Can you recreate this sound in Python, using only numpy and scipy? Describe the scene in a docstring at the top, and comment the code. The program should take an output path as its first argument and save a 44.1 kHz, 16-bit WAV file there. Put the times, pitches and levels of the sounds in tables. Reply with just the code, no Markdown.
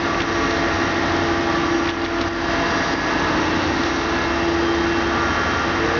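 """A tray sealing machine idles in a workshop while a hand-held microphone is carried along it.
From the start, its motor sings near 338 Hz over a low throb, thin whines and rushing fan air.
The tones swell and fade as the microphone crosses the room's loud and quiet spots (standing waves).
A thin plastic tray crackles, most busily around 2 s; the recorder's gain ducks after sharp snaps.
Near 4.5 s the microphone rounds the cabinet's corner and the tones shift. At the end a soft whine rises."""
import sys
import numpy as np
from scipy import signal
from scipy.fft import rfft, irfft
from scipy.io import wavfile
from scipy.ndimage import uniform_filter1d

SR = 44100
rng = np.random.default_rng(int(sys.argv[2]) if len(sys.argv) > 2 else 0)


def store_pcm(level_fs):
    """Save levels as 16-bit WAV."""
    pcm = np.round(np.clip(level_fs, -1, 1) * 32767).astype(np.int16)
    wavfile.write(sys.argv[1], SR, np.atleast_2d(pcm).T)


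N = 264159
TIME = np.arange(N) / SR
FREQ = np.maximum(np.arange(N // 2 + 1) * SR / N, 1)
MOTOR_HZ, RING_HZ, GEAR_HZ, WHISTLE_HZ, TOP_WHISTLE_HZ = 338.07, 1145.0, 1391.6, 4770, 5658


# How loud the motor's main note is along the way: time_s, level_db
MOTOR_LEVELS = [(0, -29.5), (.6, -27), (1.25, -26.5), (1.5, -24.5), (1.78, -22.5), (1.95, -24.5),
                (2.4, -26), (2.8, -33), (3.4, -28.5), (4.2, -28), (4.4, -24.5), (4.85, -21.5), (5.2, -27),
                (5.45, -40.5), (5.8, -27), (5.99, -30)]
# The motor's higher notes: pitch_multiple, before_corner_db, after_corner_db
MOTOR_OVERTONES = [(2, -38, -41), (3, -44.5, -53), (5, -39, -33.5)]

def motor(wobble=.0003, flutter_db=1.0, fade_db=1.15):
    """One spinning shaft makes a note and its overtones, so they all waver slightly together."""
    hz = MOTOR_HZ * (1 + wobble * wander(4))
    out = tone(hz) * undb(curves(MOTOR_LEVELS)[0] + flutter_db * wander(18))
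    for multiple, before_db, after_db in MOTOR_OVERTONES:
        level_db = heard_db(multiple * MOTOR_HZ, before_db, after_db)
        out += tone(multiple * hz) * undb(level_db + fade_db * wander(3.95) + flutter_db * wander(18))
    return out


# Tones of the turning shafts and gears: pitch_hz, before_corner_db, after_corner_db
SHAFT_TONES = [(72.0, -44.5, -36.5), (90.4, -38, -35), (253.5, -43, -52.5), (270.5, -42, -39.5),
               (275.6, -34, -45.5), (288.2, -44, -49.5), (310.2, -36.5, -42), (320, -41.5, -47),
               (344.6, -40.5, -40), (440.8, -41.5, -40), (1500, -46.5, -41), (GEAR_HZ, -37, -41),
               (2148, -42, -44)]
# The drive's ring, one leading tone and its close neighbours: pitch_hz, relative_level_db
RING_TONES = [(RING_HZ, -2), (1151, -9.5), (1157, -9.5), (1182, -7), (1186, -10), (1220.5, -10.5)]

def drive(ring_db=-37, ring_wobble=.0005, ring_flutter_db=1.0, ring_fade_db=1.3):
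    """Shaft and gear tones beat together into a low throb; close tones ring roughly above them."""
    throb = linked_tones(SHAFT_TONES, wobble=0.000298, flutter_db=0.77, fade_db=0.9)
    ring = np.zeros(N)
    for hz, db in RING_TONES:
        note = tone(hz * (1 + ring_wobble * wander(12)))
        ring += note * undb(db + swell_db(hz) + ring_flutter_db * wander(20))
    return throb + ring * undb(ring_db + ring_fade_db * wander(4))


# Weaker tones of the mains power, gears and bearings: pitch_hz, relative_level_db
WHINE_TONES = [(49.8, -40), (172.3, -44), (241.6, -39), (586.1, -47.5), (760.4, -48.5), (807.5, -41),
               (1310, -45.5), (1559.1, -45), (1730.7, -44.5), (1899.6, -47), (2028.8, -49), (2659.4, -52.5),
               (3955.4, -49.5), (4946.6, -61.5), (5520.6, -56), (5830, -57)]

def whines(wobble=0.0003975, fade_db=2.5, gain_db=-1):
    """Each weak tone fades on its own as the microphone passes its loud and quiet spots."""
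    out = np.zeros(N)
    for hz, db in WHINE_TONES:
        note = tone(hz * (1 + wobble * wander(5)))
        out += note * undb(db + gain_db + swell_db(hz) + fade_db * wander(3))
    return out


# Thin, high whistles: pitch_hz, before_corner_db, after_corner_db
WHISTLE_TONES = [(2702.5, -55.5, -44.5), (3168, -52.5, -41.5), (WHISTLE_HZ, -56, -51),
                 (TOP_WHISTLE_HZ, -52, -51)]

def whistles():
    """The motor and its electronics whistle, fluttering in the moving air."""
    return linked_tones(WHISTLE_TONES, wobble=0.000298, flutter_db=1.0, fade_db=1.1)


# Snaps of the plastic tray: start_s, relative_level_db, pitch_hz
TRAY_SNAPS = [(0.1448, -16, 2190), (0.2037, -12, 2800), (.2185, -13.5, 2800), (0.508, -16, 3400),
              (1.8585, -21.5, 2790), (1.8699, -17, 1900), (1.873, -22.5, 4390), (1.876, -15.5, 1800),
              (1.8887, -12, 2800), (1.893, -11.5, 2490), (1.901, -20, 3100), (1.911, -21, 2800),
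              (2.016, -20, 3300), (2.0416, -24, 3950), (2.0475, -16.5, 3400), (2.053, -24, 3320),
              (2.0612, -16.5, 2195), (2.185, -20.5, 3000), (2.207, -19, 3010), (2.2113, -19, 3880),
              (2.2152, -16.5, 3510), (2.2815, -21.5, 4920), (2.936, -21, 3800), (3.835, -14, 4010),
              (4.091, -21.5, 3800)]

def tray_snaps(snap_s=0.012, echo_s=0.16, echo_db=-24, crack_s=.004, crack_db=-15, gain_db=-1.0):
    """Thin plastic buckles: each snap is a bright crack and a short burst with a little room echo."""
    out, t = np.zeros(N + SR), np.arange(SR // 8) / SR
    decay = undb(-60 * t / snap_s) + undb(echo_db - 60 * t / echo_s)  # each time is for a 60 dB fade
    crack_band = signal.butter(2, [2000, 6000], "band", fs=SR, output="sos")
    for start_s, db, hz in TRAY_SNAPS:
        burst_band = signal.butter(2, [hz / 1.3, hz * 1.3], "band", fs=SR, output="sos")
        burst = signal.sosfilt(burst_band, rng.standard_normal(len(t)) * decay)
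        crack = signal.sosfilt(crack_band, rng.standard_normal(len(t)) * undb(-60 * t / crack_s))
        snap = burst / np.abs(burst).max() + undb(crack_db) * crack / np.abs(crack).max()
        start = int(start_s * SR)
        out[start:start + len(t)] += undb(db + gain_db) * snap
    return out[:N]


# Stretches when the tray rustles: start_s, end_s, level_db, pitch_hz
TRAY_RUSTLES = [(0.418, 0.597, -42, 3800), (1.45, 2.209, -40.5, 2650), (2.559, 2.94, -43.5, 3800),
                (3.5, 4.253, -42, 3800)]

def tray_rustle(width_share=.45, grains_per_s=220, grain_db=3.5):
    """The tray bends between the fingers and slides on the table: a faint, grainy crinkle."""
    out = np.zeros(N)
    for start_s, end_s, db, hz in TRAY_RUSTLES:
        grains = noise(resonance(hz, width_share * hz)) * undb(grain_db * wander(grains_per_s))
        playing = (TIME > start_s) & (TIME < end_s)
        out += grains / grains.std() * uniform_filter1d(undb(db) * playing, SR // 50)  # soft edges
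    return out


# The whine at the end: time_s, pitch_hz, level_db
WHINE_RISE = [(5.74, 442, -56), (5.8, 448.3, -39), (5.85, 451, -25), (5.9, 457.6, -30), (5.95, 464, -26.5),
              (5.99, 472, -23)]

def rising_whine():
    """A soft, nearly pure tone swells and climbs a little."""
    hz, db = curves(WHINE_RISE)
    return tone(hz) * undb(db) * (TIME > WHINE_RISE[0][0])


# Sheet-metal panels: pitch_hz, width_hz, level_db
METAL_PANELS = [(851, 180, -36), (1873, 187, -35.5)]

def panels():
    """The pulley's clatter keeps two panels droning; each comes forward for a while."""
    out = np.zeros(N)
    for hz, width_hz, db in METAL_PANELS:
        drone = pulley_clatter(resonance(hz, width_hz))
        out += undb(db + swell_db(hz)) * drone / drone.std()
    return out


def pulley_clatter(colour, turn_hz=11.27, fades_per_s=1.191):
    """A rattle repeats with each turn of a pulley: six loops of noise slowly trade strength."""
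    turn_samples = int(SR / turn_hz)
    loops = sum(wander(fades_per_s) * np.resize(rng.standard_normal(turn_samples), N) for _ in range(6))
    even_rattle = loops / np.sqrt(uniform_filter1d(loops ** 2, turn_samples))
    return irfft(rfft(even_rattle) * colour, N) * np.sqrt(SR / 2)


# The fan as the microphone moves nearer and farther: time_s, level_change_db, hiss_change_db
FAN_LEVELS = [(0, -1, -1), (1.2, -0.15, -0.5), (1.6, -1.5, -0.5), (1.83, -3, -1), (2.1, -2, -1),
              (2.7, 0.5, -1.5), (3.5, 0.5, -1.5), (3.9, -1.5, 0.8), (4.6, -1.5, -1), (5.3, 0.2, -3),
              (5.99, 0.5, -2.5)]

def fan(split_hz=2200, gear_teeth_hz=248.8, chop_depth=0.11, flicker_db=.5, clatter_db=-3):
    """Air rushes, chopped lightly as the gear teeth meet, with the pulley's clatter mixed in."""
    level_db, hiss_db = curves(FAN_LEVELS)
    colour = air_colour()
    hiss_share = 1 / (1 + (split_hz / FREQ) ** 6)
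    rush = noise(colour * np.sqrt(1 - hiss_share)) * undb(flicker_db * wander(25))
    hiss = noise(colour * np.sqrt(hiss_share)) * undb(hiss_db + flicker_db * wander(25))
    chop = 1 + chop_depth * tone(gear_teeth_hz * (1 + 0.00091 * wander(3)))
    return undb(level_db) * ((rush + hiss) * chop + undb(clatter_db) * pulley_clatter(colour))


# The fan air before the housing shapes it: pitch_hz, level_db_per_hz
AIR_SPECTRUM = [(15, -86.5), (35, -70), (80, -55), (115, -58), (200, -57), (300, -54.5), (500, -57.5),
                (1050, -59), (1600, -60.5), (2250, -66), (3400, -69), (4700, -71.5), (6000, -73.5),
                (7500, -80.5)]
# Pitches that the housing strengthens: pitch_hz, width_hz, boost_db
HOUSING_RESONANCES = [(1230, 200, 2), (1870, 340, 2.5), (2760, 110, 3.5), (3760, 93, 4)]

def air_colour():
    """How strong the fan air is at each pitch after passing through the housing."""
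    pitches_hz, levels_db = np.transpose(AIR_SPECTRUM)
    air_db = np.interp(np.log(FREQ), np.log(pitches_hz), levels_db)
    housing_db = sum(db * resonance(hz, width_hz) for hz, width_hz, db in HOUSING_RESONANCES)
    return undb(air_db + housing_db)


# Each tone's loud (+) and quiet (-) spots in the room: middle_s, pitch_hz, length_s, change_db
STANDING_WAVES = [(1.12, 90.2, 0.65, 5), (4.098, 72, 0.97, 9), (4.3, 172, 0.92, 5.5), (1.747, 310, 0.32, 7),
                  (3.4, 310, 0.77, 7.5), (.52, 441, 0.38, 9.5), (1.2, 441, 0.27, 2.5), (5.8, 441, .3, 3.5),
                  (0.697, 676, 1.1, 4.5), (2.2, 676, .12, 4), (2.538, 676, 0.59, 8.5),
                  (4.39, 676, 0.41, 8.5), (3.503, 840, 0.55, 4), (2.749, 1014, 1.1, 9),
                  (4.2, 1014, 0.35, 14), (0.118, RING_HZ, 0.15, 8), (.5, RING_HZ, .3, 4),
                  (1.62, RING_HZ, .26, 8.5), (2.096, RING_HZ, .3, -5), (3.799, RING_HZ, 1.6, -3),
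                  (5.47, RING_HZ, .45, 6), (.12, 1184, 0.15, 7.5), (1.32, 1184, .12, 7),
                  (1.62, 1184, .22, 10.5), (3.3, 1184, .5, 2), (4.35, 1184, .5, 4.5), (5.22, 1184, .17, 10),
                  (5.55, 1184, .22, 9), (5.97, 1184, .15, 8), (3.1, GEAR_HZ, .9, -12.5),
                  (4.08, GEAR_HZ, .25, 3), (4.62, GEAR_HZ, .4, -3), (5.3, GEAR_HZ, 0.36, 12.5),
                  (5.61, GEAR_HZ, 0.28, 12), (5.85, GEAR_HZ, .12, -5), (.65, 1690, .3, 4.5),
                  (2.15, 1690, 0.23, -8.5), (2.5, 1690, .4, 6), (2.95, 1690, 0.36, 9), (3.25, 1690, .25, 7),
                  (3.68, 1690, .2, -7), (3.9, 1690, 0.2, 3.5), (4.18, 1690, 0.18, 8),
                  (4.58, 1690, 0.26, -10), (5.132, 1690, .08, -6), (5.4, 1690, .3, 0.5),
                  (5.62, 1690, .1, -9), (5.98, 1690, 0.097, 4), (.88, 1731, .15, 10), (1.19, 1731, .15, 11),
                  (0.797, 1880, .9, 4.5), (.8, 2148, .6, 3.5), (2.25, 2148, 0.27, -8),
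                  (4.253, 2148, 0.13, 7), (4.55, 2148, .22, -6), (5.33, 2148, 0.18, 7),
                  (2.63, 2704, .25, 17.5), (2.83, 2704, .16, 12), (3.12, 2704, 0.27, 10),
                  (3.6, 2704, 0.61, 15.5), (4.1, 2704, 0.53, 11), (4.42, 2704, 0.25, 8.5),
                  (4.7, 2704, 0.23, -7), (4.94, 2704, .14, 8), (5.1, 2704, .12, -5), (5.32, 2704, .15, 3),
                  (5.798, 2704, 0.15, 5.5), (1.302, 3168, 1.1, 9), (2.58, 3168, .25, 9), (3, 3168, .2, -9),
                  (3.8, 3168, .3, -10), (4.678, 3168, 0.14, 9), (5.083, 3168, 0.098, 4.5),
                  (5.21, 3168, 0.074, -6), (5.4, 3168, .25, 6), (5.7, 3168, .15, 0), (5.88, 3168, .08, -7),
                  (1.77, WHISTLE_HZ, 0.18, 6), (2.42, WHISTLE_HZ, .4, 9), (2.61, WHISTLE_HZ, .08, -12),
                  (2.899, WHISTLE_HZ, 0.54, 15.5), (3.6, WHISTLE_HZ, .2, -8), (4.5, WHISTLE_HZ, 0.38, 8.5),
                  (0.46, TOP_WHISTLE_HZ, 0.42, 9.5), (0.817, TOP_WHISTLE_HZ, 0.29, 7.5),
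                  (1.56, TOP_WHISTLE_HZ, .1, -12), (1.8, TOP_WHISTLE_HZ, 0.27, 8),
                  (2.79, TOP_WHISTLE_HZ, .22, 9), (3.22, TOP_WHISTLE_HZ, .12, -7),
                  (3.42, TOP_WHISTLE_HZ, .12, 9), (3.52, TOP_WHISTLE_HZ, 0.073, -6),
                  (3.85, TOP_WHISTLE_HZ, .4, 5.5), (4.22, TOP_WHISTLE_HZ, 0.13, -3),
                  (4.93, TOP_WHISTLE_HZ, .15, 4), (5.08, TOP_WHISTLE_HZ, .08, -10),
                  (5.27, TOP_WHISTLE_HZ, 0.27, 7.5), (5.55, TOP_WHISTLE_HZ, .12, 4),
                  (5.9, TOP_WHISTLE_HZ, .15, 5)]

def swell_db(hz):
    """A tone smoothly swells or sinks as the microphone crosses the spots listed near its pitch."""
    return sum(change_db * .5 ** ((2 * (TIME - middle_s) / length_s) ** 2)
               for middle_s, pitch_hz, length_s, change_db in STANDING_WAVES
               if abs(pitch_hz - hz) < hz / 60)


def heard_db(hz, before_db, after_db, corner_s=4.45, takes_s=1.0):
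    """A tone's level shifts as the microphone rounds the cabinet's corner, and swells on the way."""
    past_corner = np.clip(.5 + (TIME - corner_s) / takes_s, 0, 1)
    return before_db + past_corner * (after_db - before_db) + swell_db(hz)


# The recorder's automatic gain briefly ducks the background after sharp tray snaps: start_s, depth_db
GAIN_DUCKS = [(0, 1.5), (.222, 3), (1.902, 5), (2.055, 4), (2.22, 2), (2.28, 6), (2.94, 3.5)]

def recorder_ducking_db(fall_s=0.013, recovery_db_per_s=25.5):
    """At each listed time the recorder's gain drops fast and climbs back; the deepest duck wins."""
    deepest_db = np.zeros(N)
    for start_s, depth_db in GAIN_DUCKS:
        age_s = TIME - start_s
        fall = np.clip(age_s / fall_s, 0, 1)
        deepest_db = np.maximum(deepest_db, fall * (depth_db - recovery_db_per_s * age_s))
    return -deepest_db


def linked_tones(table, wobble, flutter_db, fade_db):
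    """Tones that waver in pitch together, while each fades and flutters on its own."""
    speed = 1 + wobble * wander(4)
    out = np.zeros(N)
    for hz, before_db, after_db in table:
        level_db = heard_db(hz, before_db, after_db)
        out += tone(hz * speed) * undb(level_db + fade_db * wander(3) + flutter_db * wander(10))
    return out


def tone(hz):
    """A pure tone of average power 1 that follows a pitch curve."""
    return np.sqrt(2) * np.sin(2 * np.pi * (np.cumsum(hz) / SR + rng.random()))


def noise(colour):
    """Noise whose strength at each pitch is set by colour (amplitude per root Hz)."""
    return irfft(rfft(rng.standard_normal(N)) * colour, N) * np.sqrt(SR / 2)


def resonance(hz, width_hz):
    """How strongly a ringing part answers each pitch: 1 at hz, less on either side."""
    return 1 / (1 + ((FREQ ** 2 - hz ** 2) / (FREQ * width_hz)) ** 2)


def wander(changes_per_s):
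    """A smooth random drift with a typical size of 1."""
    hold = max(int(SR / changes_per_s), 2)
    steps = np.repeat(rng.standard_normal(N // hold + 2), hold)
    drift = uniform_filter1d(uniform_filter1d(steps, hold), hold)[:N]
    return drift / drift.std()


def curves(table):
    """Join the points of a time table with straight lines, one curve for each value column."""
    times_s, *columns = np.transpose(table)
    return [np.interp(TIME, times_s, column) for column in columns]


def undb(db):
    """Turn decibels into a number to multiply by."""
    return 10 ** (np.asarray(db) / 20)


def scene():
    """The machine, the tray and the late whine reach one moving microphone."""
    machine = fan() + panels() + motor() + drive() + whines() + whistles()
    return (machine * undb(recorder_ducking_db()) + tray_snaps() + tray_rustle() + rising_whine())[None]


def record(dry, low_rate_hz=12000, roll_off_hz=6050, top_hz=7500):
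    """The microphone's low sample rate mirrors the top whistles upward; the treble fades, then stops."""
    narrow = irfft(rfft(dry) * (FREQ < low_rate_hz / 2), N)
    mirrored = narrow * (1 + 2 * np.cos(2 * np.pi * low_rate_hz * TIME))
    softened = signal.sosfilt(signal.butter(16, roll_off_hz, fs=SR, output="sos"), mirrored)
    return signal.sosfilt(signal.ellip(8, .2, 70, top_hz, fs=SR, output="sos"), softened)


dry = scene()
out = record(dry)
store_pcm(out)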